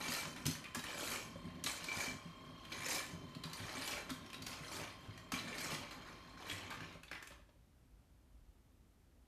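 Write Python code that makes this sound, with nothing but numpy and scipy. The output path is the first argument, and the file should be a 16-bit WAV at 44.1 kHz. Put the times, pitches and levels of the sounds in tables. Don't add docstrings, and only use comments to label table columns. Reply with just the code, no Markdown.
import sys
import numpy as np
from scipy import signal
from scipy.fft import rfft, irfft
from scipy.io import wavfile
from scipy.ndimage import uniform_filter1d

SR = 44100
rng = np.random.default_rng(int(sys.argv[2]) if len(sys.argv) > 2 else 0)


def materialize(psi):
    bounded = np.clip(np.atleast_2d(psi).T, -1, 1)
    quanta = np.round(bounded * 32767).astype(np.int16)
    wavfile.write(sys.argv[1], SR, quanta)


N = 408800
T = np.arange(N) / SR
MOTOR_OFF_S = 6.955

# mode_hz [Hz], level_db [dB], t60 [s to -60 dB]
BOWL_MODES = [(580, -14.5, 0.13), (1060.6, -8, 0.04), (1765, -11, 0.07), (2324, -2, 0.065),
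              (3003, -4.5, 0.02), (4000, -10, 0.05), (4220, -5.5, 0.04), (4664, -8.5, 0.01),
              (5070, -10, 0.0251), (6320, -11, 0.04), (6550, -15.5, .1), (6885, -16, 0.01)]
# centre_hz [Hz], width_hz [Hz], level_db [dB]
HOUSING_MODES = [(100, 34, -3.5), (165, 39.4, 0), (250, 51, 0), (374, 46.5, -8), (600, 104, -9)]


def undb(db):
    return 10 ** (np.asarray(db) / 20)


def unit(x):
    return x / np.sqrt(np.mean(x ** 2))


def curves(table):
    s, *columns = np.transpose(table)
    return [np.interp(T, s, column) for column in columns]


def band(x, lo_hz, hi_hz):
    edges = [lo_hz, min(hi_hz, .45 * SR)]
    return signal.sosfilt(signal.butter(2, edges, "band", fs=SR, output="sos"), x)


def colour(x, table):
    hz, db = np.transpose(table)
    bins = np.maximum(np.fft.rfftfreq(x.shape[-1], 1 / SR), 1)
    gain = undb(np.interp(np.log(bins), np.log(hz), db))
    return irfft(rfft(x) * gain, x.shape[-1])


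def ring(x, hz, t60):
    r = np.exp(-np.log(1000) / (t60 * SR))
    w = 2 * np.pi * hz / SR
    return signal.lfilter([np.sin(w)], [1, -2 * r * np.cos(w), r * r], x)


def walk(rate):
    k = int(SR / rate)
    steps = np.repeat(rng.standard_normal(N // k + 1), k)
    return uniform_filter1d(uniform_filter1d(steps, k), k)[:N]


def blows(times, sizes, contact_s):
    marks = np.zeros(N)
    np.add.at(marks, (np.asarray(times) * SR).astype(int), sizes)
    envelope = signal.lfilter([1], [1, -np.exp(-1 / (contact_s * SR))], marks)
    return envelope * rng.standard_normal(N)


def parts(x):
    # freq_hz [Hz], density_db [dB per Hz]
    patter_spectrum = [(150, -18), (300, -2), (450, -8.5), (750, -9), (1050, -6), (1500, -6), (2300, -4.5),
                       (3000, -6.5), (5000, -8.5), (8000, -12.5), (14000, -19.5)]
    x = colour(x, patter_spectrum)
    body = colour(x, [(3600, 0), (5800, -9), (7000, -30)])
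    return undb(-1.5) * unit(body), undb(2.5) * unit(x - body)


def bowl(times, sizes, spot_db, contact_s):
    out = np.zeros(N)
    for k, (hz, db, t60) in enumerate(BOWL_MODES):
        strikes = blows(times, sizes * undb(spot_db[:, k]), contact_s)
        out += undb(db) * ring(strikes, hz, t60)
    return out


def pour():
    # peak_s [s], run_up_s [s],
    # body_hold_s [s], body_db [dB], treble_db [dB], bowl_db [dB re body]
    waves = [(0.174, 0.6, 0.028, -45.5, -48, -8), (1.088, .26, 0.05, -43, -46.5, -9.5),
             (2, 0.21, 0.059, -46, -48, -6), (2.923, 0.23, 0.051, -44, -46, -7),
             (3.884, .3, 0.068, -46, -51.5, -8.5), (4.767, 0.306, 0.065, -47.5, -54, -14.5),
             (5.618, 0.11, .1, -46.5, -50, -8), (6.531, 0.17, .12, -50, -58, -11.5)]
    # start_s [s], body_db [dB], treble_db [dB], bowl_db [dB re body]
    spills = [(-.02, -42.5, -54, -6), (.36, -50, -61, -13), (.46, -52, -53, -16), (.76, -56, -54.5, -12),
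              (1.44, -61, -74, -18), (2.72, -55, -62, -2), (1.66, -44.5, -46.5, -5.5),
              (3.44, -51, -61, -12), (3.53, -50.5, -53.5, -13), (4.1, -60, -64, -14),
              (4.46, -53, -54.5, -14), (5.08, -61, -81, -18), (5.33, -46, -52.5, -7.5),
              (5.47, -48.5, -62, -7), (5.69, -50, -54, -12), (5.81, -47, -65, -9.5),
              (5.9, -50.5, -64, -10.5), (6.049, -50, -67, -16), (6.71, -51.5, -67, -15),
              (6.81, -53, -68.5, -14), (7.114, -55, -68, -14.5), (7.31, -71, -82, -15)]
    # body_db [dB], treble_db [dB], bowl_db [dB re body]
    trickle = (-64, -80, -15)
    run_up_db, treble_run_up_db = 8, 20.5
    fall_db_s, treble_fall_db_s = 130, 116
    scatter_db_s, treble_scatter_db_s = 91, 133
    onset_s = 0.012

    # body shape (dB), treble shape (dB), on/off gain, then the three levels
    rows = [(0, 0, T < MOTOR_OFF_S, *trickle)]
    for peak_s, run_up_s, hold_s, *levels in waves:
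        early = np.clip((peak_s - T) / run_up_s, 0, None)
        late = np.clip(T - peak_s, 0, None)
        shape_db = -run_up_db * early - fall_db_s * np.maximum(late - hold_s, 0)
        treble_shape_db = -treble_run_up_db * early - treble_fall_db_s * late
        on = np.clip((T - peak_s + run_up_s) / onset_s, 0, 1)
        rows.append((shape_db, treble_shape_db, on, *levels))
    for start_s, *levels in spills:
        late = np.maximum(T - start_s, 0)
        on = np.clip(late / onset_s, 0, 1)
        rows.append((-scatter_db_s * late, -treble_scatter_db_s * late, on, *levels))

    power = np.full((3, N), 1e-20)
    for shape_db, treble_shape_db, on, body_db, treble_db, bowl_db in rows:
        body = (on * undb(body_db + shape_db)) ** 2
        treble = (on * undb(treble_db + treble_shape_db)) ** 2
        power = power + [body, treble, body * undb(bowl_db) ** 2]
    return np.sqrt(power)


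def flow(body_gain, treble_gain, bowl_gain):
    pieces_per_s, piece_spread_db, bowl_spread_db = 900, 3, 4.0
    piece_hz = np.geomspace(400, 13000, num=90)
    click_t60_s, click_db = .022, 2.5
    spot_spread_db = 4

    chance = rng.random((int(pieces_per_s * N / SR), 4))
    s = chance[:, 0] * (N - 1) / SR
    at = (s * SR).astype(int)
    size_db = np.minimum(-piece_spread_db * np.log(1 - chance[:, 1]), 9.5)
    size_db = size_db + 1.5 * walk(18)[at]

    pick = (chance[:, 3] * len(piece_hz)).astype(int)
    click = np.zeros(N)
    for k, hz in enumerate(piece_hz):
        click += ring(np.bincount(at, undb(size_db) * (pick == k), N), hz, click_t60_s)
    tick = blows(s, undb(size_db), 0.0035)
    body, treble = parts(unit(tick) + undb(click_db) * unit(click))
    patter = body_gain * body + treble_gain * treble

    square = undb(size_db - bowl_spread_db * np.log(1 - chance[:, 2]))
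    square = unit(np.minimum(square, undb(19))) * bowl_gain[at]
    spot_db = -spot_spread_db * (np.log(1 - rng.random((len(s), len(BOWL_MODES)))) + 1)
    return patter, undb(-19) * bowl(s, square, np.minimum(spot_db, 12), 0.00079)


def cracks(steel):
    # start_s [s], body_db [dB], treble_db [dB], pitch_hz [Hz]
    crack_table = [(.013, -41, -50, 4050), (.04, -39, -55, 2330), (.08, -36, -50, 4700),
                   (.14, -39, -50, 5070), (.23, -38, -55, 1045), (.253, -39, -58, 1200),
                   (0.361, -39.5, -50, 1804), (0.4544, -34, -38, 4160), (0.4634, -32.5, -27.5, 5990.0),
                   (.494, -41, -57, 4200), (0.5107, -41, -41, 4240), (0.5506, -40.5, -48, 1810.0),
                   (0.6409, -43, -51, 2450.0), (0.6534, -41.5, -63, 2450.0), (0.747, -34.5, -36.5, 1676),
                   (0.7544, -33.5, -42, 1162), (0.7913, -38.5, -48, 3860), (0.838, -40.5, -43, 1810.0),
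                   (1.6387, -36, -32, 4200), (1.6613, -31, -35, 3910), (1.664, -36, -50, 2330),
                   (1.8407, -39.5, -40, 4010.0), (1.885, -40, -55, 2330), (1.915, -38.5, -55, 2330),
                   (2.0013, -38.5, -42, 2350), (2.6502, -46, -55, 3140.0), (2.7182, -41, -53, 2330.0),
                   (2.721, -41, -50, 5150), (2.724, -41, -55, 4050), (2.8844, -37, -40, 2330.0),
                   (2.908, -39, -50, 3000), (2.9466, -42, -37, 5080.0), (3.3485, -45.5, -53.5, 4220.0),
                   (3.4361, -37, -45.5, 4000), (3.5314, -41, -42, 4710), (3.692, -45, -58, 4050.0),
                   (3.768, -41, -60, 2320), (3.829, -41, -60, 2330), (3.8212, -38.5, -62.5, 4700),
                   (3.8756, -34.5, -35, 2970.0), (4.0934, -36.5, -50, 1307), (4.1019, -38.5, -39.5, 3730),
                   (4.261, -50, -57, 5510.0), (4.3, -47, -55, 3100), (4.3301, -41, -47.5, 2510),
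                   (4.342, -40, -49, 3800), (4.4208, -43, -45, 4630), (4.4634, -40, -46, 4620),
                   (4.465, -41, -42.5, 6600), (4.5285, -41, -53, 5100), (5.1754, -46, -52, 1890.0),
                   (5.3188, -33.5, -36.5, 1120.0), (5.32, -38, -46, 6450), (5.3384, -36, -46, 2500),
                   (5.363, -37, -55, 2330), (5.377, -42, -55, 4000), (5.388, -39, -53, 4050),
                   (5.402, -42, -55, 2340), (5.472, -42, -58, 1760), (5.5812, -38, -44, 4630),
                   (5.7444, -40, -45, 4650.0), (5.9093, -44, -52, 4060), (6.4971, -34, -46, 3320.0),
                   (6.5114, -35, -47, 2500), (6.7031, -39, -48.5, 895), (6.71, -39, -58, 1596),
                   (6.722, -40, -58, 1150), (6.74, -43, -63, 1754), (6.8049, -39.5, -59, 1680.0),
                   (7.0319, -46.5, -52, 2600), (7.0803, -48, -68.0, 3500), (7.113, -37, -49, 1636),
                   (7.128, -41, -58, 1980), (7.1499, -42.5, -62, 2290), (7.225, -44.5, -49, 1765),
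                   (7.2716, -48.5, -48, 2540.0), (7.3046, -49, -66, 1760), (7.318, -46.5, -70, 1060),
                   (7.49, -60, -82, 950)]
    note_db, note_decay_s, attack_s = -2, .007, .002
    focus_db = 7.5
    off_pitch_db_oct = 32

    out = np.zeros(N)
    t = np.arange(2048) / SR
    attack = 1 - np.exp(-t / attack_s)
    for s, body_db, treble_db, hz in crack_table:
        body, treble = parts(rng.standard_normal(len(t)))
        body = unit(colour(body, [(hz / 4, -focus_db), (hz, 0), (hz * 2, -focus_db)]))
        note = undb(note_db) * np.sin(2 * np.pi * hz * t) * np.exp(-t / note_decay_s)
        burst = undb(body_db) * (1.09 * body * np.exp(-t / 0.0058) + note)
        burst += undb(treble_db + 2.5) * treble * np.exp(-t / 0.0035)
        i = int(s * SR)
        out[i:i + len(t)] += burst * attack

    s, body_db, _, hz = np.transpose(crack_table)
    spot_db = -off_pitch_db_oct * np.abs(np.log2(np.transpose(BOWL_MODES)[0] / hz[:, None]))
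    sizes = undb(body_db - 7.5) * steel[(s * SR).astype(int)]
    return out, bowl(s, sizes, spot_db, 0.0019)


def knocks():
    # start_s [s], level_db [dB, relative], pitch_hz [Hz]
    knock_table = [(0.089, -39, 245), (0.456, -32.5, 149), (.458, -34, 250), (0.479, -30.5, 256),
                   (0.768, -36.5, 243), (1.356, -38.5, 550), (1.443, -38, 169), (1.461, -35.5, 249),
                   (1.648, -41, 270), (1.818, -47, 172), (1.969, -36, 251), (2.076, -40, 259),
                   (2.254, -42, 171), (3.133, -42, 171), (3.363, -42.5, 151), (3.453, -40.5, 159),
                   (3.599, -44, 105.7), (3.769, -41.5, 265), (4.11, -37, 256), (4.607, -44, 143),
                   (5.083, -42.5, 105.2), (5.332, -35, 251), (5.582, -43, 256), (5.726, -42.5, 151),
                   (6.524, -42, 94.3), (6.811, -40.5, 163), (6.955, -45, 560), (7.113, -46, 540),
                   (7.306, -50, 570), (7.395, -57, 600), (7.489, -59, 600), (7.555, -63, 540)]
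    out = np.zeros(N)
    t = np.arange(int(.3 * SR)) / SR
    for s, db, hz in knock_table:
        note = np.sin(2 * np.pi * hz * t) * np.exp(-t * hz / 5)
        for f, width_hz, mode_db in HOUSING_MODES:
            tone = np.sin(2 * np.pi * (f * t + rng.random()))
            note += undb(mode_db - 6.5) * tone * np.exp(-np.pi * width_hz * .4 * t)
        i = int(s * SR)
        out[i:i + len(t)] += undb(db - 2.5) * note * (1 - np.exp(-t / 0.0017))
    return out


def motor():
    # time_s [s], speed [turns per second, before wobble]
    shaft = [(0, 34.2), (.6, 34.4), (1.2, 35.05), (1.6, 35), (2.45, 35.55), (2.7, 35.4), (3.2, 34.4),
             (3.6, 34.9), (4.2, 35.2), (5.3, 35.3), (5.9, 35.1), (6.25, 35.37), (6.85, 35.1)]
    orders = [3, 9, 18, 29, 30, 31, 32, 33, 59, 61, 89, 90, 91, 119, 120, 150]
    orders_db = [-70, -74.5, -77.5, -76, -66, -72.5, -75.5, -77.5, -81.5, -81, -75, -70.5, -75.5, -81, -78,
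                 -86]
    # [dB added near order 90; those near 120 go the other way, less far]
    whine_swell = [(0, -1.5, 3), (1.4, -1, 0), (2.4, 1, .5), (3.3, -1.5, 1), (5.3, -2, -1), (6, -2, -5),
                   (7, -2.5, -5)]
    # freq_hz [Hz], density_db [dB per Hz]
    hiss_spectrum = [(250, -21), (500, -2.5), (1200, 2), (1600, -5.5), (2300, -4), (2800, -12), (4300, -10),
                     (5500, -22.5), (10000, -26.5)]
    # [dB, relative]
    rumble_swell = [(0.0, -56), (.55, -58), (.7, -63), (.9, -57), (2.12, -59.5), (2.37, -64), (3.3, -55),
                    (3.6, -59), (4.2, -58), (4.4, -60), (5.16, -60), (5.65, -55), (6.03, -61),
                    (6.72, -56.5), (7.1, -62)]
    hiss_db, run_down_s = -67, 0.048

    turns = np.cumsum(curves(shaft)[0] * (1 + .0012 * walk(30))) / SR
    swell_db, tilt_db = curves(whine_swell)
    whine = np.zeros(N)
    for k, db in zip(orders, orders_db):
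        tilt = (abs(k - 90) < 3) - .6 * (abs(k - 120) < 2)
        level = undb(db + tilt * tilt_db + 2.5 * walk(20))
        whine += level * np.sqrt(2) * np.cos(2 * np.pi * k * turns + .4 * k * k)

    hiss = unit(colour(rng.standard_normal(N), hiss_spectrum))
    hiss = hiss * (1 + 0.24 * np.sin(2 * np.pi * turns))

    shake = rng.standard_normal(N) * undb(4.6 * walk(18))
    rumble = np.zeros(N)
    for hz, width_hz, db in HOUSING_MODES:
        rumble += undb(db) * unit(band(shake, hz - width_hz / 2, hz + width_hz / 2))
    rumble = undb(curves(rumble_swell)[0] + 1.0) * unit(rumble)

    running = np.exp(-np.maximum(T - MOTOR_OFF_S, 0) / run_down_s)
    return running * (undb(swell_db) * whine + undb(hiss_db) * hiss + rumble)


def room(x):
    # freq_hz [Hz], t60 [s to -60 dB]
    room_decay = [(200, 0.47), (1000, 0.48), (4000, 0.37), (12000, 0.27)]
    t = np.arange(int(.8 * SR)) / SR
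    hz, t60 = np.transpose(room_decay)
    tails = np.zeros((4, len(t)))
    for f in 60 * 2. ** np.arange(8):
        fade = np.exp(-np.log(1000) * t / np.interp(np.log(f), np.log(hz), t60))
        fade = fade * (1 - np.exp(-t / 0.0046))
        noise = band(rng.standard_normal(tails.shape), f, 2 * f)
        tails += noise * fade / np.sqrt(np.sum(fade ** 2))

    share = np.array([walk(20) for _ in tails])
    share = share / np.sqrt(np.sum(share ** 2, axis=0))
    out = np.zeros(N)
    for weight, tail in zip(share, tails):
        out += signal.fftconvolve(x * weight, tail / np.sqrt(np.sum(tail ** 2)))[:N]
    return out


def quiet():
    # freq_hz [Hz], density_db [dB per Hz]
    hush_spectrum = [(15, -36), (28, -22), (50, -5.5), (80, -14.5), (130, -19), (180, -26), (260, -22.5),
                     (400, -33), (600, -35), (1500, -42), (5000, -48.5), (14300, -51.5)]
    # [dB over usual, before wavering]
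    rumble_swell = [(0, -1.5), (8.15, -1), (8.4, 4.5), (8.65, -2), (9.27, -5)]
    hush = unit(colour(rng.standard_normal(N), hush_spectrum))
    low = colour(hush, [(60, 0), (90, -30)])
    wavering = undb(curves(rumble_swell)[0] + 1.5 * walk(6.7))
    return undb(-65) * (hush - low + low * wavering)


def scene():
    # freq_hz [Hz], level_db [dB]
    side_spectrum = [(3000, -71), (4500, -12.5), (7000, -18), (10000, -8.5), (13000, -6.5)]
    gains = pour()
    patter, ping = flow(*gains)
    crack, clang = cracks(gains[2] / gains[0])
    food, steel, knock = patter + crack, ping + clang, knocks()

    direct = undb(-2.5) * food + undb(-2.5) * steel + knock
    echo = room(undb(-5.5) * food + undb(-7.5) * steel + undb(-10.0) * knock)
    mid = direct + motor() + quiet() + echo

    treble = uniform_filter1d(np.abs(band(food, 7700, 13000)), size=256)
    side = colour(rng.standard_normal(N) * treble, side_spectrum)
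    return np.array([mid + side, mid - side])


def record(dry):
    top_hz = 14050
    return signal.sosfilt(signal.ellip(10, .2, 70, top_hz, fs=SR, output="sos"), dry)


dry = scene()
out = record(dry)
materialize(out)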